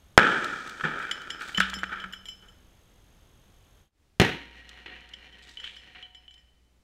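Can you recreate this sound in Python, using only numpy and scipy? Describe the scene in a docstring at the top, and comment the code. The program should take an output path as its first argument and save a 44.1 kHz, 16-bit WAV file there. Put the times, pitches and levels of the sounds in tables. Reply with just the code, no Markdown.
"""A blast bursts out of faint hiss on a concrete driveway between a house and a wood; a second scene brings another.
Each is a push-and-suction pulse with a noise crack that overloads the microphone of a small cased camera,
slaps back from the walls as weaker copies and rolls away through the trees as noise dying band by band.
Then wood and grit (noise bursts), ringing steel (decaying sines) and a shower of crumbs (random grains) come down.
Hiss, rumble and a faint whine lie beneath; a short dip in level joins the two scenes."""
import sys
import numpy as np
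from scipy import signal
from scipy.fft import rfft, irfft
from scipy.io import wavfile
from scipy.ndimage import uniform_filter1d, map_coordinates

SR = 44100
rng = np.random.default_rng(int(sys.argv[2]) if len(sys.argv) > 2 else 0)


def to_wav(s):
    """Save 16-bit WAV."""
    ch = np.atleast_2d(s).T  # columns
    pcm = np.round(np.clip(ch, -1, 1) * 32767)  # PCM
    wavfile.write(sys.argv[1], SR, pcm.astype(np.int16))


N = 301203
T = np.arange(N) / SR
CUT_S = 3.91   # the second scene starts here

# tone of each camera case with its hollow resonances: freq_hz, level_db
CASE_A_TONE = [(50, -23), (170, -8.5), (400, -7.5), (730, -15.5), (900, -12.5), (1080, -21), (1300, 2),
               (1750, -2), (2080, -18), (2350, -7.5), (2700, -22.5), (3150, -14), (4200, -31),
               (8000, -38.5), (10000, -50), (15000, -57.5)]
CASE_B_TONE = [(40, -9), (190, 3), (400, -0.5), (620, -13), (750, -9), (1100, -15.5), (1550, -8.5),
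               (1900, -5), (3200, -11.5), (4100, -17), (4600, -25), (6000, -23), (8000, -33),
               (15000, -37.5)]
# the two blasts: start_s, pressure_db, push_s, crack_db, crack_t60_s,
# slap_crack_db (crack of a wall echo relative to its pressure)
BLASTS = [(.1770, 16.5, 0.0009, 2.5, .013, 0.5), (4.1988, 10, 0.0021, -5.5, 0.017, -15)]


def from_db(db):
    """Decibels to gain."""
    return 10 ** (np.asarray(db) / 20)


def rms_one(x):
    """Scale to unit rms."""
    return x / np.sqrt(np.mean(x ** 2) + 1e-20)


def fall(t, t60):
    """Exponential decay from t = 0, down 60 dB after t60 seconds."""
    return (t >= 0) * np.exp(-np.log(1000) * np.clip(t / t60, 0, 10))


def add(out, start_s, sound):
    """Mix a sound into out at start_s."""
    start = max(round(start_s * SR), 0)
    out[start:start + len(sound)] += sound[:N - start]


def band(x, low_hz, high_hz, order=3):
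    """Causal Butterworth band-pass."""
    edges_hz = [low_hz, min(high_hz, .45 * SR)]
    sos = signal.butter(order, edges_hz, "band", fs=SR, output="sos")
    return signal.sosfilt(sos, x + 1e-18)


def resonance(x, freq_hz, width_hz):
    """Two-pole peak filter: one ringing mode."""
    return signal.lfilter(*signal.iirpeak(freq_hz, freq_hz / width_hz, fs=SR), x)


def coloured(x, spectrum, size=4096):
    """Minimum-phase filter that follows a (freq_hz, level_db) table, built by folding the cepstrum."""
    hz, db = np.transpose(spectrum)
    grid_hz = np.maximum(np.arange(size // 2 + 1) * SR / size, 1)
    gain = from_db(np.interp(np.log(grid_hz), np.log(hz), db))
    cepstrum = irfft(np.log(gain))
    cepstrum[1:size // 2] *= 2
    cepstrum[size // 2 + 1:] = 0
    impulse = irfft(np.exp(rfft(cepstrum)))
    return signal.fftconvolve(x, impulse)[:len(x)]


def three_bands(x):
    """Bass, middle and treble, each at unit rms."""
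    # band limits: edge_hz
    edges_hz = [30, 1000, 4300, 16000]
    return [rms_one(band(x, low, high)) for low, high in zip(edges_hz, edges_hz[1:])]


def burst(noise, start_s, t60, rise_s, size=176):
    """A dying stretch of noise whose loudest few milliseconds have unit rms."""
    piece = noise[round(start_s * SR):][:int(min(t60 + .02, 1) * SR)]
    t = T[:len(piece)]
    piece = piece * fall(t, t60) * (1 - np.exp(-t / rise_s))
    loudest = uniform_filter1d(piece ** 2, size, mode="constant").max()
    return piece / np.sqrt(loudest)


def wander(per_s, size=4096):
    """Smooth random wobble of about unit spread: per_s random points a second, joined by splines."""
    return map_coordinates(rng.standard_normal(size), [T * per_s], order=3, mode="wrap")


def through_cases(x):
    """Each scene takes the tone of its own camera case."""
    first = rms_one(coloured(x, CASE_A_TONE))
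    second = rms_one(coloured(x, CASE_B_TONE))
    return np.where(T < CUT_S, first, second)


def shocks(front_s=.00007, low_a_hz=300, low_b_hz=135, case_hz=900, case_width_hz=330, case_db=3):
    """A sudden push, a longer suction, and the crack of the bursting shell; each wall returns a weaker copy."""
    # echoes off the nearest walls: start_s, pressure_db
    slap_rows = [(0.1877, -10.5), (0.1943, -14.5), (0.23, -20), (.268, -19.5), (4.2158, 1), (4.2212, -10.5),
                 (4.249, -8.5), (4.291, -19)]
    slap_t60_s = .02
    pressure, crack, t = np.zeros(N), np.zeros(N), T[:SR // 10]
    noise = band(through_cases(rng.standard_normal(N)), 330, 15000, order=1)
    for blast_s, blast_db, push_s, shell_db, shell_t60, slap_crack_db in BLASTS:
        waves = [(blast_s, blast_db, shell_db, shell_t60)]
        waves += [(s, db, db + slap_crack_db, slap_t60_s) for s, db in slap_rows if 0 < s - blast_s < 1]
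        for s, push_db, crack_db, t60 in waves:
            # weaker waves have rounder fronts
            front = (1 - np.exp(-t * np.sqrt(from_db(push_db)) / front_s)) ** 2
            push_and_suction = (1 - t / push_s) * np.exp(-t / push_s)
            add(pressure, s, from_db(push_db) * front * push_and_suction)
            add(crack, s, from_db(crack_db) * burst(noise, s, t60, rise_s=0.0001))
    # the cases keep out the deepest part of the wave, and the first one rings briefly
    first = band(pressure, low_a_hz, 4100, order=2)
    second = band(pressure, low_b_hz, 9000, order=2)
    ring = from_db(case_db) * resonance(first, case_hz, case_width_hz)
    return np.where(T < CUT_S, first + ring, second) + crack


def roll(rows, case, lumpy_db, low_hz, rise_s=.003):
    """Countless echoes of uneven strength merge into a tail that dies band by band."""
    lumps = from_db(lumpy_db * wander(per_s=200))
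    echoes = coloured(rng.standard_normal(N) * lumps, case)
    out = np.zeros(N)
    for (start_s, db, t60), noise in zip(rows, three_bands(band(echoes, low_hz, 18000, order=2))):
        rise = np.clip((T - start_s) / rise_s, 0, 1)
        out += from_db(db) * rise * fall(T - start_s, t60) * noise
    return out


def rolls():
    """Blast tails through the trees; half-plain, half-hollow in the second scene."""
    # one row each for bass, middle, treble: start_s, relative_level_db, t60_s
    rows_a = [(.19, -22, .95), (.20, -17, 1.155), (.185, -41.5, 2.9)]
    rows_b = [(4.203, -19, 0.45), (4.203, -17.5, 0.48), (4.203, -31, 0.41)]
    first = roll(rows_a, CASE_A_TONE, lumpy_db=1.42, low_hz=135)
    second = roll(rows_b, CASE_B_TONE, lumpy_db=0.6, low_hz=105)
    return first + from_db(-8.5) * (second + walls(second))


def impacts(rows, crack_db, rise_s, crunch_db):
    """Splintered wood is heavily damped: each landing is a short, crunchy rush of thud, clack and crack."""
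    crunch = from_db(crunch_db * wander(per_s=250))
    rush = through_cases(rng.standard_normal(N) * crunch)
    out, bands = np.zeros(N), three_bands(band(rush, 95, 16000, order=2))
    for start_s, clack_db, thud_db, t60 in rows:
        levels_db = (thud_db, clack_db, clack_db + crack_db)
        for db, noise in zip(levels_db, bands):
            add(out, start_s, from_db(db) * burst(noise, start_s, t60, rise_s))
    return out


def knocks(t60_s=0.028):
    """Wooden pieces strike the slab nearby; the damped wood gives all the same short decay."""
    # landings: start_s, clack_db, thud_db
    rows = [(.809, -27.5, -53), (1.492, -34.5, -48), (1.582, -21, -35), (1.604, -12.5, -57),
            (1.619, -38, -56), (1.733, -29.5, -56), (1.767, -43, -45), (1.833, -22, -37.5),
            (1.839, -29, -53), (2.04, -31, -52), (2.134, -37, -68), (4.86, -38, -53), (5.641, -41, -66)]
    return impacts([(*row, t60_s) for row in rows], crack_db=-22, rise_s=0.00029, crunch_db=-0.5)


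def crashes():
    """Heavy pieces crash down farther off, each with its own decay."""
    # landings, levels ahead of the walls: start_s, clack_db, thud_db, t60_s
    rows = [(.838, -21, -36, 0.097), (.850, -26.5, -34, 0.94), (1.00, -36.5, -75, 1),
            (1.409, -32.5, -47, 0.2), (1.605, -24, -61, 0.33), (1.892, -37, -56, 0.33),
            (1.918, -31, -47.5, 0.57), (2.425, -55.5, -60, 0.54), (4.860, -41.5, -47, 0.88),
            (5.630, -47, -68, 0.44), (5.948, -44, -70, 0.33)]
    return walls(impacts(rows, crack_db=-26, rise_s=0.00064, crunch_db=2.1))


def steel(upper_hz=4500, clank_t60=0.038, flutter_db=4.0, smear_rad=1.0, damp_t60=0.063, size=26000):
    """Each bounce clanks and strikes every mode anew; the piece tumbles, so its ring flutters."""
    # bounces, a corner brighter than a flat face: start_s, ring_db, brightness_db
    bounces = [(1.112, -34, 1), (1.303, -39, 6), (1.547, -29.5, -12), (1.575, -30, 3), (1.739, -38.5, 12),
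               (1.788, -42, 5), (2.001, -37, -11), (2.125, -50, 12), (2.135, -37.5, -1), (2.256, -37, -1.5),
               (2.286, -38.5, 3), (2.425, -55, -4), (2.485, -60.5, 7), (5.136, -46, -5.5),
               (5.326, -50.5, -11.5), (5.572, -38, -26), (5.600, -43.5, -1), (5.642, -38, -17),
               (5.765, -44, -3), (6.027, -38.5, -27), (6.148, -44, -6), (6.280, -48, -18), (6.309, -50, -4),
               (6.379, -57, 0)]
    # modes of the piece: freq_hz, relative_level_db, t60_s
    modes = [(2326, -22, 0.31), (3004, -4.5, 0.097), (3250, -9, 0.13), (3038, -0.5, .3),
             (3320, -15.5, 0.19), (4040, -22, 0.17), (5214, -2, 0.36), (5750, -8.5, 0.23), (7050, 6, 0.042),
             (7460, -2, 0.14), (8970, -18, 0.16), (10400, -9.5, 0.088), (13030, -9, 0.088)]
    # tone of the short clank on concrete: freq_hz, level_db
    clank_tone = [(900, -32.5), (1900, -6.5), (2300, -12), (2650, -47), (3000, 7.5), (3350, -6.5),
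                  (3900, -23.5), (5200, -16), (6200, -25.5), (7200, -37), (8500, -29.5), (15000, -47)]
    upper_modes_db = -13   # relative to the ring
    # clank at the first landing; its loss as the hops get lower; its share of the brightness
    first_clank_db, clank_loss_db_per_s, clank_follows = 9.5, 14, 0.52
    out, t = np.zeros(N), T[:size]
    contact = coloured(rng.standard_normal(N), clank_tone)
    facing, swing = wander(per_s=60), wander(per_s=60)
    starts = rng.integers(0, N - size, (len(bounces), len(modes)))
    decays = [fall(t, t60) for hz, db, t60 in modes]
    landings = [row[0] for row in bounces] + [T[-1]]
    for (s, ring_db, bright_db), row, next_s in zip(bounces, starts, landings[1:]):
        first_s = min(other for other in landings if (other < CUT_S) == (s < CUT_S))
        loss_db = clank_loss_db_per_s * (s - first_s)
        clank_db = ring_db + first_clank_db - loss_db + clank_follows * bright_db
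        add(out, s, from_db(clank_db) * burst(contact, s, clank_t60, rise_s=0.00054))
        upper_db = ring_db + upper_modes_db + bright_db
        damping = fall(np.maximum(t - (next_s - s), 0), damp_t60)   # the next contact stills the ring
        for (hz, mode_db, t60), decay, start in zip(modes, decays, row):
            turn = slice(start, start + size)
            strike_db = upper_db if hz > upper_hz else ring_db
            level = from_db(strike_db + mode_db + flutter_db * facing[turn])
            doppler = smear_rad * swing[turn] * (hz / upper_hz) ** 2   # motion smears the high modes most
            add(out, s, level * decay * damping * np.sin(2 * np.pi * hz * t + doppler))
    return out


def ticks(t60=0.023, level_db=-1):
    """Grit snaps brightly against the concrete and sand skitters over the slab."""
    # small stones and splinters: start_s, relative_level_db
    snaps = [(.4438, -33), (0.675, -44), (0.695, -41), (0.9897, -49), (1.026, -51), (1.218, -47.5),
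             (1.420, -52), (1.601, -25), (1.698, -37), (4.6912, -43), (5.006, -58), (5.386, -57.5),
             (5.0897, -53), (5.492, -48), (6.3405, -54.5)]
    # sand sprays: start_s, level_db, t60_s
    sprays = [(.806, -56, 0.11), (.990, -52.5, 0.92), (1.399, -45.5, 0.58), (1.477, -49.5, 0.82),
              (1.603, -45, 0.27), (5.421, -52.5, 1), (5.492, -62.5, 0.95), (5.638, -57, 0.79)]
    # tone of grit and sand: freq_hz, level_db
    sand_tone = [(1000, -14), (3500, 12), (5500, 3), (7800, 3), (10000, -5.5), (15000, -10)]
    out = np.zeros(N)
    noise = coloured(rng.standard_normal(N), sand_tone)
    for start_s, db in snaps:
        add(out, start_s, from_db(db + level_db) * burst(noise, start_s, t60, rise_s=.0004))
    grainy = noise * from_db(3.5 * wander(per_s=400))
    for start_s, db, spray_t60 in sprays:
        add(out, start_s, from_db(db) * burst(grainy, start_s, spray_t60, rise_s=0.0022))
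    return out


def skids(rise_s=0.0055, grit_db=4.0):
    """Something hard scrapes over the concrete: noise made uneven, like a dense run of tiny clanks."""
    # scrapes: start_s, level_db, t60_s
    scrapes = [(1.604, -27, .22), (5.632, -35.5, 0.45)]
    # tone of a scrape: freq_hz, level_db
    scrape_tone = [(900, -31), (1600, -3.5), (2400, 2), (3300, 7.5), (4100, -5.5), (5200, -24), (9000, -29),
                   (15000, -38)]
    out = np.zeros(N)
    grit = from_db(grit_db * wander(per_s=300))
    noise = coloured(rng.standard_normal(N) * grit, scrape_tone)
    for start_s, db, t60 in scrapes:
        add(out, start_s, from_db(db) * burst(noise, start_s, t60, rise_s))
    return out


def booms(rise_s=0.00082, waver_db=2.5):
    """Decaying sines hang on after a blow; in the first scene they waver as they fade."""
    # landings of a hollow, hopping piece: start_s, level_db
    hops = [(1.582, -0.5), (1.769, -14.5), (2.041, -20)]
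    # modes of the hollow piece: freq_hz, relative_level_db, t60_s
    hollow_modes = [(63.1, -41, 1.3), (188.9, -26, 0.29), (191, -43, 2.16)]
    # other things set booming once: start_s, freq_hz, level_db, t60_s
    single_booms = [(.835, 156, -32.5, 0.29), (.840, 219, -40, 0.36), (4.20, 137.5, -30, 0.31),
                    (4.21, 59.5, -52, 11), (5.95, 735, -58.5, 1.2)]
    out = np.zeros(N)
    notes = [(s, hz, hop_db + mode_db, t60) for s, hop_db in hops for hz, mode_db, t60 in hollow_modes]
    for start_s, hz, db, t60 in notes + list(single_booms):
        t = T[:int(min(t60, 3) * SR)]
        envelope = fall(t, t60) * (1 - np.exp(-t / rise_s))
        add(out, start_s, from_db(db) * np.sin(2 * np.pi * hz * t) * envelope)
    return out * from_db(waver_db * wander(per_s=25) * (T < CUT_S))


def shower(start_s, fallout, case, per_s, spread_db, wash, clump_db, rise_s=.1):
    """Crumbs of many sizes patter down in clumps over the wash of their own echoes, thin out and die away."""
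    end_s, level_db, thinning_db_per_s, dying_db_per_s, bass_db, treble_db = fallout
    sizes = from_db(spread_db * np.minimum(rng.exponential(1, N), 4)) * rng.choice([-1, 1], N)
    landed = rng.random(N) < per_s / SR
    grains = rms_one(sizes * landed) + wash * rng.standard_normal(N)
    bass, middle, treble = three_bands(band(coloured(grains, case), 91, 16000, order=1))
    mix = from_db(bass_db) * bass + middle + from_db(treble_db) * treble
    db = level_db + clump_db * wander(per_s=20)
    db = db - thinning_db_per_s * (T - start_s)
    db = db - dying_db_per_s * np.maximum(T - end_s, 0)   # the highest crumbs have landed
    onset = np.clip((T - start_s) / rise_s, 0, 1)
    return onset * from_db(db) * mix


def showers():
    """Fine debris rains down after each blast."""
    # last_landing_s, level_db, thinning_db_per_s, dying_db_per_s, bass_db, treble_db
    fallout_a = (2, -40.5, 3.5, 55, -9, -17.5)
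    fallout_b = (6.0, -51.5, 3, 39, -8.5, -13)
    first = shower(BLASTS[0][0], fallout_a, CASE_A_TONE, per_s=700, spread_db=6.0, wash=0.99, clump_db=0.8)
    second = shower(BLASTS[1][0], fallout_b, CASE_B_TONE, per_s=590, spread_db=3.0, wash=1.0, clump_db=2.5)
    return first + second


def yard(x, t60=0.79, gap_s=0.015, top_hz=5500):
    """Scattered echoes from walls and trunks: convolution with decaying noise."""
    echoes = rng.standard_normal(SR) * fall(T[:SR] - gap_s, t60)
    echoes = echoes / np.sqrt(np.sum(echoes ** 2))
    echoes = band(echoes, 83.0, top_hz, order=1)
    return signal.fftconvolve(x, echoes)[:N]


def walls(x, plain_db=-4):
    """In the second scene the house walls lend the sound a hollow ring through narrow resonances."""
    # wall resonances: freq_hz, width_hz, level_db
    wall_modes = [(525, 45, 3.5), (735, 20, 7), (937, 3.2, 12.5), (1887, 47, 2), (2380, 27, 0.5),
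                  (2924, 210, 1.5), (4170, 140, 1.5)]
    late = x * (T > CUT_S)
    rings = sum(from_db(db) * resonance(late + 1e-18, hz, width_hz) for hz, width_hz, db in wall_modes)
    return x - late + from_db(plain_db) * late + rings


def air():
    """Outdoor rumble and microphone hiss: steady coloured noise for each scene."""
    # noise spectrum of each scene: freq_hz, relative_db_per_hz
    tone_a = [(15, -7.5), (40, 3.5), (95, -3.5), (250, -13.5), (750, -19.5), (2500, -26), (3300, -21.5),
              (4500, -31), (8000, -32.5), (12000, -32.5), (15500, -38)]
    tone_b = [(20, -1), (60, 0.5), (150, -9.5), (400, -16.5), (1000, -24), (3000, -26), (6000, -29.5),
              (15000, -36)]
    first = from_db(-58) * rms_one(coloured(rng.standard_normal(N), tone_a))
    second = from_db(-66.5) * rms_one(coloured(rng.standard_normal(N), tone_b))
    return np.where(T < CUT_S, first, second)


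def whine(pitch_hz=6428, pulses_per_s=48, level_db=-66, octave_db=-5, duty=0.28):
    """The first camera's electronics whistle faintly, a tone and its octave pulsed once for every picture."""
    on = uniform_filter1d(1.0 * (T * pulses_per_s % 1 < duty), size=60)   # softened edges
    phase = 2 * np.pi * pitch_hz * T
    tone = np.sin(phase) + from_db(octave_db) * np.sin(2 * phase)
    return from_db(level_db) * on * (T < CUT_S) * tone


def scene():
    """Blasts, falling pieces and their echoes over the quiet yard."""
    blasts = shocks() + rolls()
    wood = knocks() + crashes()
    hard = steel() + ticks() + skids()
    hard = np.where(T < CUT_S, hard, band(hard, 940, 8600, order=1))   # in the second scene these come from farther off and sound duller
    echoes = yard(from_db(-14.5) * wood + from_db(-11) * hard)
    distant = walls(showers() + echoes)
    return (blasts + wood + hard + booms() + distant + air() + whine())[None]


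def record(dry, ceiling_a=0.99, ceiling_b=0.39, soft_hz=12000, cutoff_hz=15700):
    """Each camera overloads at its own ceiling and softens the top; the sound fades across the cut."""
    # level across the cut: time_s, gain
    fade = [(0, 0.97), (3.8, 0.98), (3.9, 0.044), (3.92, 0.18), (4.02, 1)]
    ceiling = np.where(T < CUT_S, ceiling_a, ceiling_b)
    clipped = dry / (1 + (dry / ceiling) ** 8) ** (1 / 8)
    softened = signal.lfilter(*signal.butter(1, min(soft_hz, .45 * SR), fs=SR), clipped)
    faded = softened * np.interp(T, *np.transpose(fade))
    return signal.sosfilt(signal.ellip(10, .1, 80, cutoff_hz, fs=SR, output="sos"), faded)


dry = scene()
out = record(dry)
to_wav(out)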